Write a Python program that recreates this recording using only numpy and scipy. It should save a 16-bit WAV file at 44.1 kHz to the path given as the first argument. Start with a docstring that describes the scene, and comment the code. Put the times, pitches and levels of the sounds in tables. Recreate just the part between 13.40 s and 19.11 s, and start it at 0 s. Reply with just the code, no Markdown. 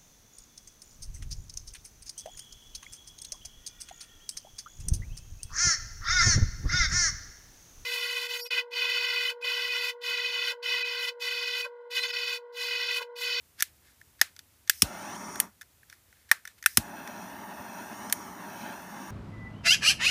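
"""A handheld butane torch, lit twice over a wooden table in a small room, close to the microphone.
Each time the lock clacks, the trigger clicks, gas hisses, the piezo striker snaps and the flame catches
with a pop. The first flame is soon let go out; the second burns on with a steady rush, coloured by the
table's echo as the hand moves. Fingers rub and tick on the housing over a faint room rumble."""
import sys
import numpy as np
from scipy import signal
from scipy.fft import rfft, irfft, next_fast_len
from scipy.io import wavfile
from scipy.ndimage import map_coordinates

SR = 44100
rng = np.random.default_rng(int(sys.argv[2]) if len(sys.argv) > 2 else 0)


def unload_audio(sound):
    """Save the sound as a 16-bit wav file, at the path given as the first command line argument."""
    columns = np.transpose(np.atleast_2d(sound))
    # keep every value between -1 and 1, then stretch to whole-number steps
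    steps = np.round(np.clip(columns, -1, 1) * 32767)
    wavfile.write(sys.argv[1], SR, steps.astype(np.int16))


N = 251678
TIME = np.arange(N) / SR
AGE = TIME[:4096]  # seconds into one click
CATCH_DELAY_S = .0045  # from spark to flame

# the safety lock clacks over: (t/s, housing pitch/Hz, level/dB, hardness/dB)
LOCKS = [(0.8136, 1750, 9, 4), (2.914, 1818, 13, -3.5)]
# the trigger clicks in: (t/s, housing pitch/Hz, level/dB, hardness/dB)
TRIGGERS = [(0.2232, 1710, -1, 4.5), (1.2965, 1727, 5, 2), (3.2605, 1800, 10.5, -6.5)]
# the torch is lit: (spark t/s, valve shut t/s, snap level/dB, hardness/dB, gas level/dB, flame level/dB)
LIGHTINGS = [(1.4204, 2.016, -6, 4.5, -49.5, -42), (3.372, 5.8, .5, -5, -51, -43.5)]


def undb(db):
    """Decibels to gain."""
    return 10 ** (np.asarray(db) / 20)


def unit_rms(x):
    """Scale to an rms of one."""
    return x / np.sqrt(np.mean(x ** 2))


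def unit_energy(x):
    """Scale to an energy of one."""
    return x / np.sqrt(np.sum(x ** 2))


def fade(t, t60):
    """Exponential decay, 60 dB down after t60 seconds."""
    return np.exp(-np.log(1000) * t / t60)


def add(out, s, x):
    """Mix x in at time s."""
    i = int(s * SR)
    out[i:i + len(x)] += x[:N - i]


def colour(x, curve):
    """Causal filter along an (f/Hz, level/dB) curve, built from the cepstrum of its log gain."""
    size = 2 * next_fast_len(len(x))
    hz, db = np.transpose(curve)
    bin_hz = np.maximum(np.arange(size // 2 + 1), 1) * SR / size
    gain = undb(np.interp(np.log(bin_hz), np.log(hz), db))
    cepstrum = irfft(np.log(gain))
    cepstrum[1:size // 2] *= 2
    cepstrum[size // 2 + 1:] = 0
    return irfft(rfft(x, size) * np.exp(rfft(cepstrum)))[:len(x)]


def noise(curve):
    """Coloured noise of rms one."""
    return unit_rms(colour(rng.standard_normal(N), curve))


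def wander(rate_hz):
    """Smooth random drift with a spread near one."""
    knots = rng.standard_normal(4096)
    return map_coordinates(knots, [TIME * rate_hz], order=3, mode="wrap")


def burst(rise_s, t60):
    """A short noise burst of energy one, like the dense micro-impacts of parts that meet and settle."""
    onset = 1 - np.exp(-(AGE / rise_s) ** 2)
    return unit_energy(rng.standard_normal(len(AGE)) * onset * fade(AGE, t60))


def room_tone():
    """A faint room rumble under even microphone hiss."""
    # colour of rumble and hiss: (f/Hz, level/dB)
    floor_colour = [(15, -47.5), (25, -23), (75, -1.5), (154, -15), (176, -16.5), (207, -15.5),
                    (462, -21.5), (501, -20.5), (588, -22.5), (769, -23), (2020, -24), (2300, -24.5),
                    (4870, -26), (6540, -25), (15000, -24)]
    return noise(floor_colour) * undb(-62.4 + .3 * wander(3.2))


def finger_rubs(lead_s=0.015, slide_s=0.0092, slide_db=-55):
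    """Skin catches and slips on the plastic in grainy swells; lock and trigger slide before they click."""
    # fingers slide on the housing: (t/s, half-width/s, level/dB)
    rubs = [(0.198, 0.017, -48.5), (0.482, .05, -64), (1.336, .004, -52), (2.532, 0.044, -62.5),
            (2.795, 0.11, -68), (3.088, 0.033, -58), (3.185, .008, -58)]
    slides = [(s - lead_s, slide_s, slide_db) for s, *_ in LOCKS + TRIGGERS]
    swell = sum(undb(db) * np.exp(-((TIME - s) / width) ** 2) for s, width, db in rubs + slides)
    grain = unit_rms(undb(2.5 * wander(500)))
    friction = noise([(700, -26), (1700, 2.5), (2700, -9.5), (4000, -6), (8000, -13), (15000, -16.5)])
    return swell * grain * friction


def contacts(strike_hz=1480, tick_hz=1770, crack_per_hardness=0.6):
    """Every click as (t/s, pitch/Hz, thud/dB, housing/dB, tube/dB, crack/dB); hard ones are brighter."""
    # the trigger springs back or latches: (t/s, housing pitch/Hz, level/dB, hardness/dB)
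    releases = [(2.0008, 1890, -4.5, 2), (4.7251, 1934, -4.5, -0.5)]
    # loose parts tick under the fingers: (t/s, level/dB, hardness/dB)
    loose_parts = [(0.2, -19, 4.5), (0.2055, -9, 4), (0.6136, -25.5, -12), (0.964, -31.5, 6.5),
                   (.991, -26, 7.5), (1.276, -32, 10.5), (1.957, -15, -2.5), (2.2117, -20.5, -4),
                   (2.217, -22, -1.5), (2.228, -32, -3), (2.431, -31, -20), (2.4985, -30.5, 6),
                   (2.526, -23, -7.5), (2.7263, -33, -9), (2.8907, -31, -8), (3.0523, -15.5, -6),
                   (3.075, -18.5, -0.5), (3.226, -19.5, 0.5), (3.2395, -18, -6.5), (3.6748, -20.5, 1),
                   (4.698, -16, 1)]
    ticks = [(s, tick_hz, db, hardness) for s, db, hardness in loose_parts]
    strikes = [(s, strike_hz, db, hardness) for s, _, db, hardness, _, _ in LIGHTINGS]
    # each part's balance against the ring of the housing: (events, thud/dB, tube/dB, crack/dB)
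    parts = [(LOCKS, -17.5, -6.5, -5), (TRIGGERS, -32, -3.5, 2.5), (strikes, -9, 10.5, 14.5),
             (releases, -14.5, -4.5, 11), (ticks, -24.5, -2.5, -4.5)]
    return [(s, hz, db + thud, db, db + tube + hardness, db + crack + crack_per_hardness * hardness)
            for events, thud, tube, crack in parts for s, hz, db, hardness in events]


def ring(modes, tuning, detune, chatter, band_hz):
    """A small body rings from a blow and its chatter, detuned by each grip, and radiates only a band."""
    scale = tuning * (1 + detune * rng.standard_normal(len(modes)))
    tone = sum(undb(db) * fade(AGE, t60) * np.sin(2 * np.pi * (f * scale[k] * AGE + k / 3))
               for k, (f, db, t60) in enumerate(modes))
    blow = (AGE == 0) + chatter * burst(rise_s=0.00064, t60=0.0032)
    struck = signal.fftconvolve(tone, blow)[:len(AGE)]
    return unit_energy(signal.sosfilt(signal.butter(4, band_hz, "band", fs=SR, output="sos"), struck))


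def clicks(rattle_db=-9, striker_db=-1):
    """Close up, each click thuds in the grip, rings housing, tube and striker, and cracks with a rattle."""
    # colour of the thud in the grip: (f/Hz, level/dB)
    thud_colour = [(60, -24.5), (200, -14), (400, -10), (650, -17), (900, -2.5), (1200, -3), (2200, -33.5)]
    # modes of the plastic housing: (multiple of its pitch, level/dB, t60/s)
    housing_modes = [(.83, 0, 0.0069), (.92, 1, 0.009), (1.02, 2, 0.012), (1.13, -1.5, 0.007),
                     (1.34, -14, 0.013)]
    # modes of the steel burner tube: (f/Hz before tuning, level/dB, t60/s)
    tube_modes = [(3760, -2, 0.0097), (4630, -5.5, 0.0097), (5753, 3, 0.009), (6095, 1.5, 0.01),
                  (6830, -2.5, 0.011), (7800, -10.5, 0.0087)]
    # modes of the striker and its spring: (f/Hz before tuning, level/dB, t60/s)
    striker_modes = [(9560, -3, 0.01), (9980, -1, .009), (11270, -0.5, .01), (12300, -8, .008),
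                     (12660, -3, 0.011), (14830, -3.5, 0.012)]
    # colour of the contact crack: (f/Hz, level/dB)
    crack_colour = [(900, -50.5), (1700, -13), (2400, -5.5), (3000, -1), (5000, -12), (7200, -3.5),
                    (8500, -0.5), (9600, -4), (10400, -7), (11300, -3), (12700, -1), (13500, -7.5),
                    (15000, -6)]
    out = np.zeros(N)
    for s, hz, thud_db, housing_db, tube_db, crack_db in contacts():
        thud = unit_energy(colour(burst(rise_s=0.00037, t60=0.031), thud_colour))
        housing = ring(housing_modes, tuning=hz, detune=0.04, chatter=0.44, band_hz=(0.81 * hz, 3000))
        tube = ring(tube_modes, tuning=0.9416, detune=0.017, chatter=0.94, band_hz=(3000, 9100))
        snap = burst(rise_s=.0005, t60=.006)
        rattle = undb(rattle_db) * burst(rise_s=0.0042, t60=0.016)
        contact = unit_energy(colour(snap + rattle, crack_colour))
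        striker = ring(striker_modes, tuning=0.97, detune=0.0091, chatter=0.59, band_hz=(8000, 16000))
        crack = unit_energy(contact + undb(striker_db) * striker)
        body = thud * undb(thud_db) + housing * undb(housing_db) + tube * undb(tube_db)
        add(out, s, body + crack * undb(crack_db))
    return out


def click_spill(delay_s=.0006):
    """The room hears each click from all sides at once, so its modes blur into a smooth colour."""
    # bands in which grip, housing, tube and crack radiate: (centre f/Hz, width/Hz, level/dB)
    bands = [(700, 760, .5), (1750, 1300, -2.5), (5000, 4500, -1), (11500, 13000, -2)]
    hz, width_hz, spill_db = np.transpose(bands)
    impulse = 1. * (AGE == 0)
    out = np.zeros(N)
    for s, _, *band_db in contacts():
        density_db = np.array(band_db) + spill_db - 10 * np.log10(width_hz / (SR / 2))
        grip_db, _, tube_db, _ = density_db
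        skirts = [(120, grip_db - 13), (1050, grip_db + 3.5), (2900, tube_db - 0.5)]
        add(out, s + delay_s, colour(impulse, sorted([*zip(hz, density_db), *skirts])))
    return out


def unlit_gas(lead_s=0.11, open_s=0.021):
    """Cold gas hisses through the burner tube from just before the spark until it catches."""
    # colour of the cold hiss: (f/Hz, level/dB)
    hiss_colour = [(800, -24), (1900, -3.5), (2800, -5.5), (4400, -4.5), (5200, 6), (6300, 3), (7400, -5),
                   (8700, 3.5), (10300, -2), (12000, 1), (15000, 1.5)]
    flow = np.zeros(N)
    for spark, *_, gas_db, _ in LIGHTINGS:
        valve = np.clip((TIME - spark + lead_s) / open_s, 0, 1)
        flow += undb(gas_db) * valve * (TIME < spark + CATCH_DELAY_S)
    return flow * noise(hiss_colour)


def jet_hiss(split_hz=10000, waver_db=2.8):
    """The jet rings the hot tube; its beamed top dulls as the nozzle turns, the whistle below wavers."""
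    # colour of the jet in the tube: (f/Hz, level/dB)
    jet_colour = [(4000, -20.5), (5050, -7.5), (5500, 1), (5800, 7.5), (6200, -1), (6650, 1), (7500, -13),
                  (8200, -7.5), (9150, 1.5), (9700, -2), (10400, -13), (11800, -5.5), (13800, -3),
                  (15200, -1)]
    # treble at the microphone as the nozzle's aim shifts: (t/s, level/dB)
    aim = [(1.5, -3.5), (1.95, -4.5), (3.7, 0.5), (4.7, 2), (5.1, 0.5), (5.7, -0.5)]
    hiss = noise(jet_colour)
    whistle = signal.sosfiltfilt(signal.butter(3, split_hz, fs=SR, output="sos"), hiss)
    treble_db = np.interp(TIME, *np.transpose(aim))
    return whistle * undb(waver_db * wander(5)) + (hiss - whistle) * undb(treble_db)


def table_echo(x, share, reflection=0.57, further_m=.17, second_gain=-0.31):
    """The table returns the flame's sound, a weaker echo behind; the hollow colour sweeps with the hand."""
    # the hand moves the flame over the table: (t/s, extra path of the echo/m)
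    detour = [(1.56, 0.5), (1.78, 0.3), (2.0, 0.3), (3.8, 0.42), (4.0, 0.353), (4.38, 0.419), (4.8, 0.3),
              (5.0, .36), (5.12, 0.43), (5.3, 0.428), (5.44, 0.38), (5.7, 0.36)]
    path_m = np.interp(TIME, *np.transpose(detour))
    first, second = (map_coordinates(x, [(TIME - metres / 343) * SR], order=3)  # sound at 343 m/s
                     for metres in (path_m, path_m + further_m))
    gain = share * reflection
    return (x + gain * (first + second_gain * second)) / np.sqrt(1 + gain ** 2)


def flame(catch_s=.018, drain_s=0.14, calm_db=-57.5, rush_db=-14, jet_db=-9):
    """Combustion roars low, eddies rush above it; the jet's hiss dies first as the pressure drains."""
    # turbulence of the flame, heard relative to calm_db: three stretches of (t/s, level/dB)
    turbulence = [
        [(1.5, -55.5), (1.514, -56), (1.766, -52), (1.77, -60), (1.94, -61)],
        [(3.48, -59), (3.706, -55), (4.198, -59), (4.364, -56), (4.66, -58)],
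        [(4.82, -59), (4.936, -61), (5.228, -51.5), (5.496, -60), (5.7, -56.5)],
    ]
    # colour of the combustion roar: (f/Hz, level/dB)
    roar_colour = [(50, -29.5), (100, -8.5), (140, -10), (190, 3.5), (240, 1), (310, -0.5), (390, -0.5),
                   (470, -11), (610, 0.5), (760, -4), (930, 0), (1200, -5), (1600, -4.5), (2000, -11),
                   (2700, -26.5), (4000, -49.5)]
    # colour of the eddies: (f/Hz, level/dB)
    rush_colour = [(900, -20), (1400, 0.5), (2000, -6), (2600, 2), (3200, -3), (3900, -4.5), (4400, -6.5),
                   (4900, -12), (6500, -30)]
    pressure, size = np.zeros(N), np.zeros(N)
    for spark, shut, *_, flame_db in LIGHTINGS:
        catch = np.clip((TIME - spark - CATCH_DELAY_S) / catch_s, 0, 1)
        burn = catch * np.clip(1 - (TIME - shut) / drain_s, 0, 1)
        pressure += burn
        size += undb(flame_db) * burn ** 2.4
    stir_db = np.interp(TIME, *np.vstack(turbulence).T) - calm_db
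    flutter_db = wander(28)
    roar = noise(roar_colour) * undb(.2 * stir_db + flutter_db)
    rush = noise(rush_colour) * undb(rush_db + stir_db + flutter_db + 1.6 * wander(400))
    jet = pressure * jet_hiss() * undb(jet_db + .3 * stir_db + .4 * wander(14))
    return size * (table_echo(roar, share=.55) + table_echo(rush, share=.82) + table_echo(jet, share=.65))


def flash(s, width_s):
    """A pocket of gas expands at once: a push, then a pull."""
    u = (s - TIME) / width_s
    return u * np.exp((1 - u ** 2) / 2)


def ignition_pops(delay_s=.0093, spread_s=.011, pop_db=-20.5, cloud_db=-10, puff_db=-9):
    """The gas in the burner flashes, then the slower cloud in front of it, leaving a short low puff."""
    puff_colour = [(25, -19), (50, -2.5), (85, 3), (130, -4.5), (250, -3.5), (450, -20), (1200, -43)]
    out = np.zeros(N)
    for spark, *_ in LIGHTINGS:
        s = spark + delay_s
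        burner = flash(s, width_s=.0009)
        cloud = undb(cloud_db) * flash(s + spread_s, width_s=.0024)
        out += undb(pop_db) * (burner + cloud)
        puff = unit_energy(colour(burst(rise_s=0.0038, t60=0.09), puff_colour))
        add(out, s, undb(puff_db) * puff)
    return out


def room(x, scatter_db=-11, tail_db=-23):
    """Quick scatter from the table and nearby things, then the short tail of the small room."""
    # colour of the reflections: (f/Hz, level/dB)
    room_colour = [(100, -8.5), (600, -2.5), (1500, 2), (2600, 3), (6000, 1.5), (10000, 2.5), (15000, -0.5)]
    t = TIME[:SR // 2]
    scatter = undb(scatter_db) * burst(rise_s=0.0019, t60=.042)
    tail_shape = fade(t, t60=0.19) * (1 - np.exp(-t / 0.011))
    response = undb(tail_db) * unit_energy(rng.standard_normal(len(t)) * tail_shape)
    add(response, 0, scatter)
    return signal.fftconvolve(x, colour(response, room_colour))[:N]


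def scene():
    """The torch close to one microphone, with the room behind it."""
    gas_and_hand = ignition_pops() + finger_rubs() + unlit_gas() + flame()
    return (clicks() + gas_and_hand + room(click_spill() + gas_and_hand) + room_tone())[None]


def record(dry, low_hz=42, top_hz=15200):
    """The microphone drops the deep bass; the recorder clips the loudest clicks and cuts the top."""
    thinned = signal.sosfilt(signal.butter(4, low_hz, "high", fs=SR, output="sos"), dry)
    clipped = thinned / (1 + thinned ** 6) ** (1 / 6)
    return signal.sosfilt(signal.ellip(10, .2, 70, top_hz, fs=SR, output="sos"), clipped)


dry = scene()
out = record(dry)
unload_audio(out)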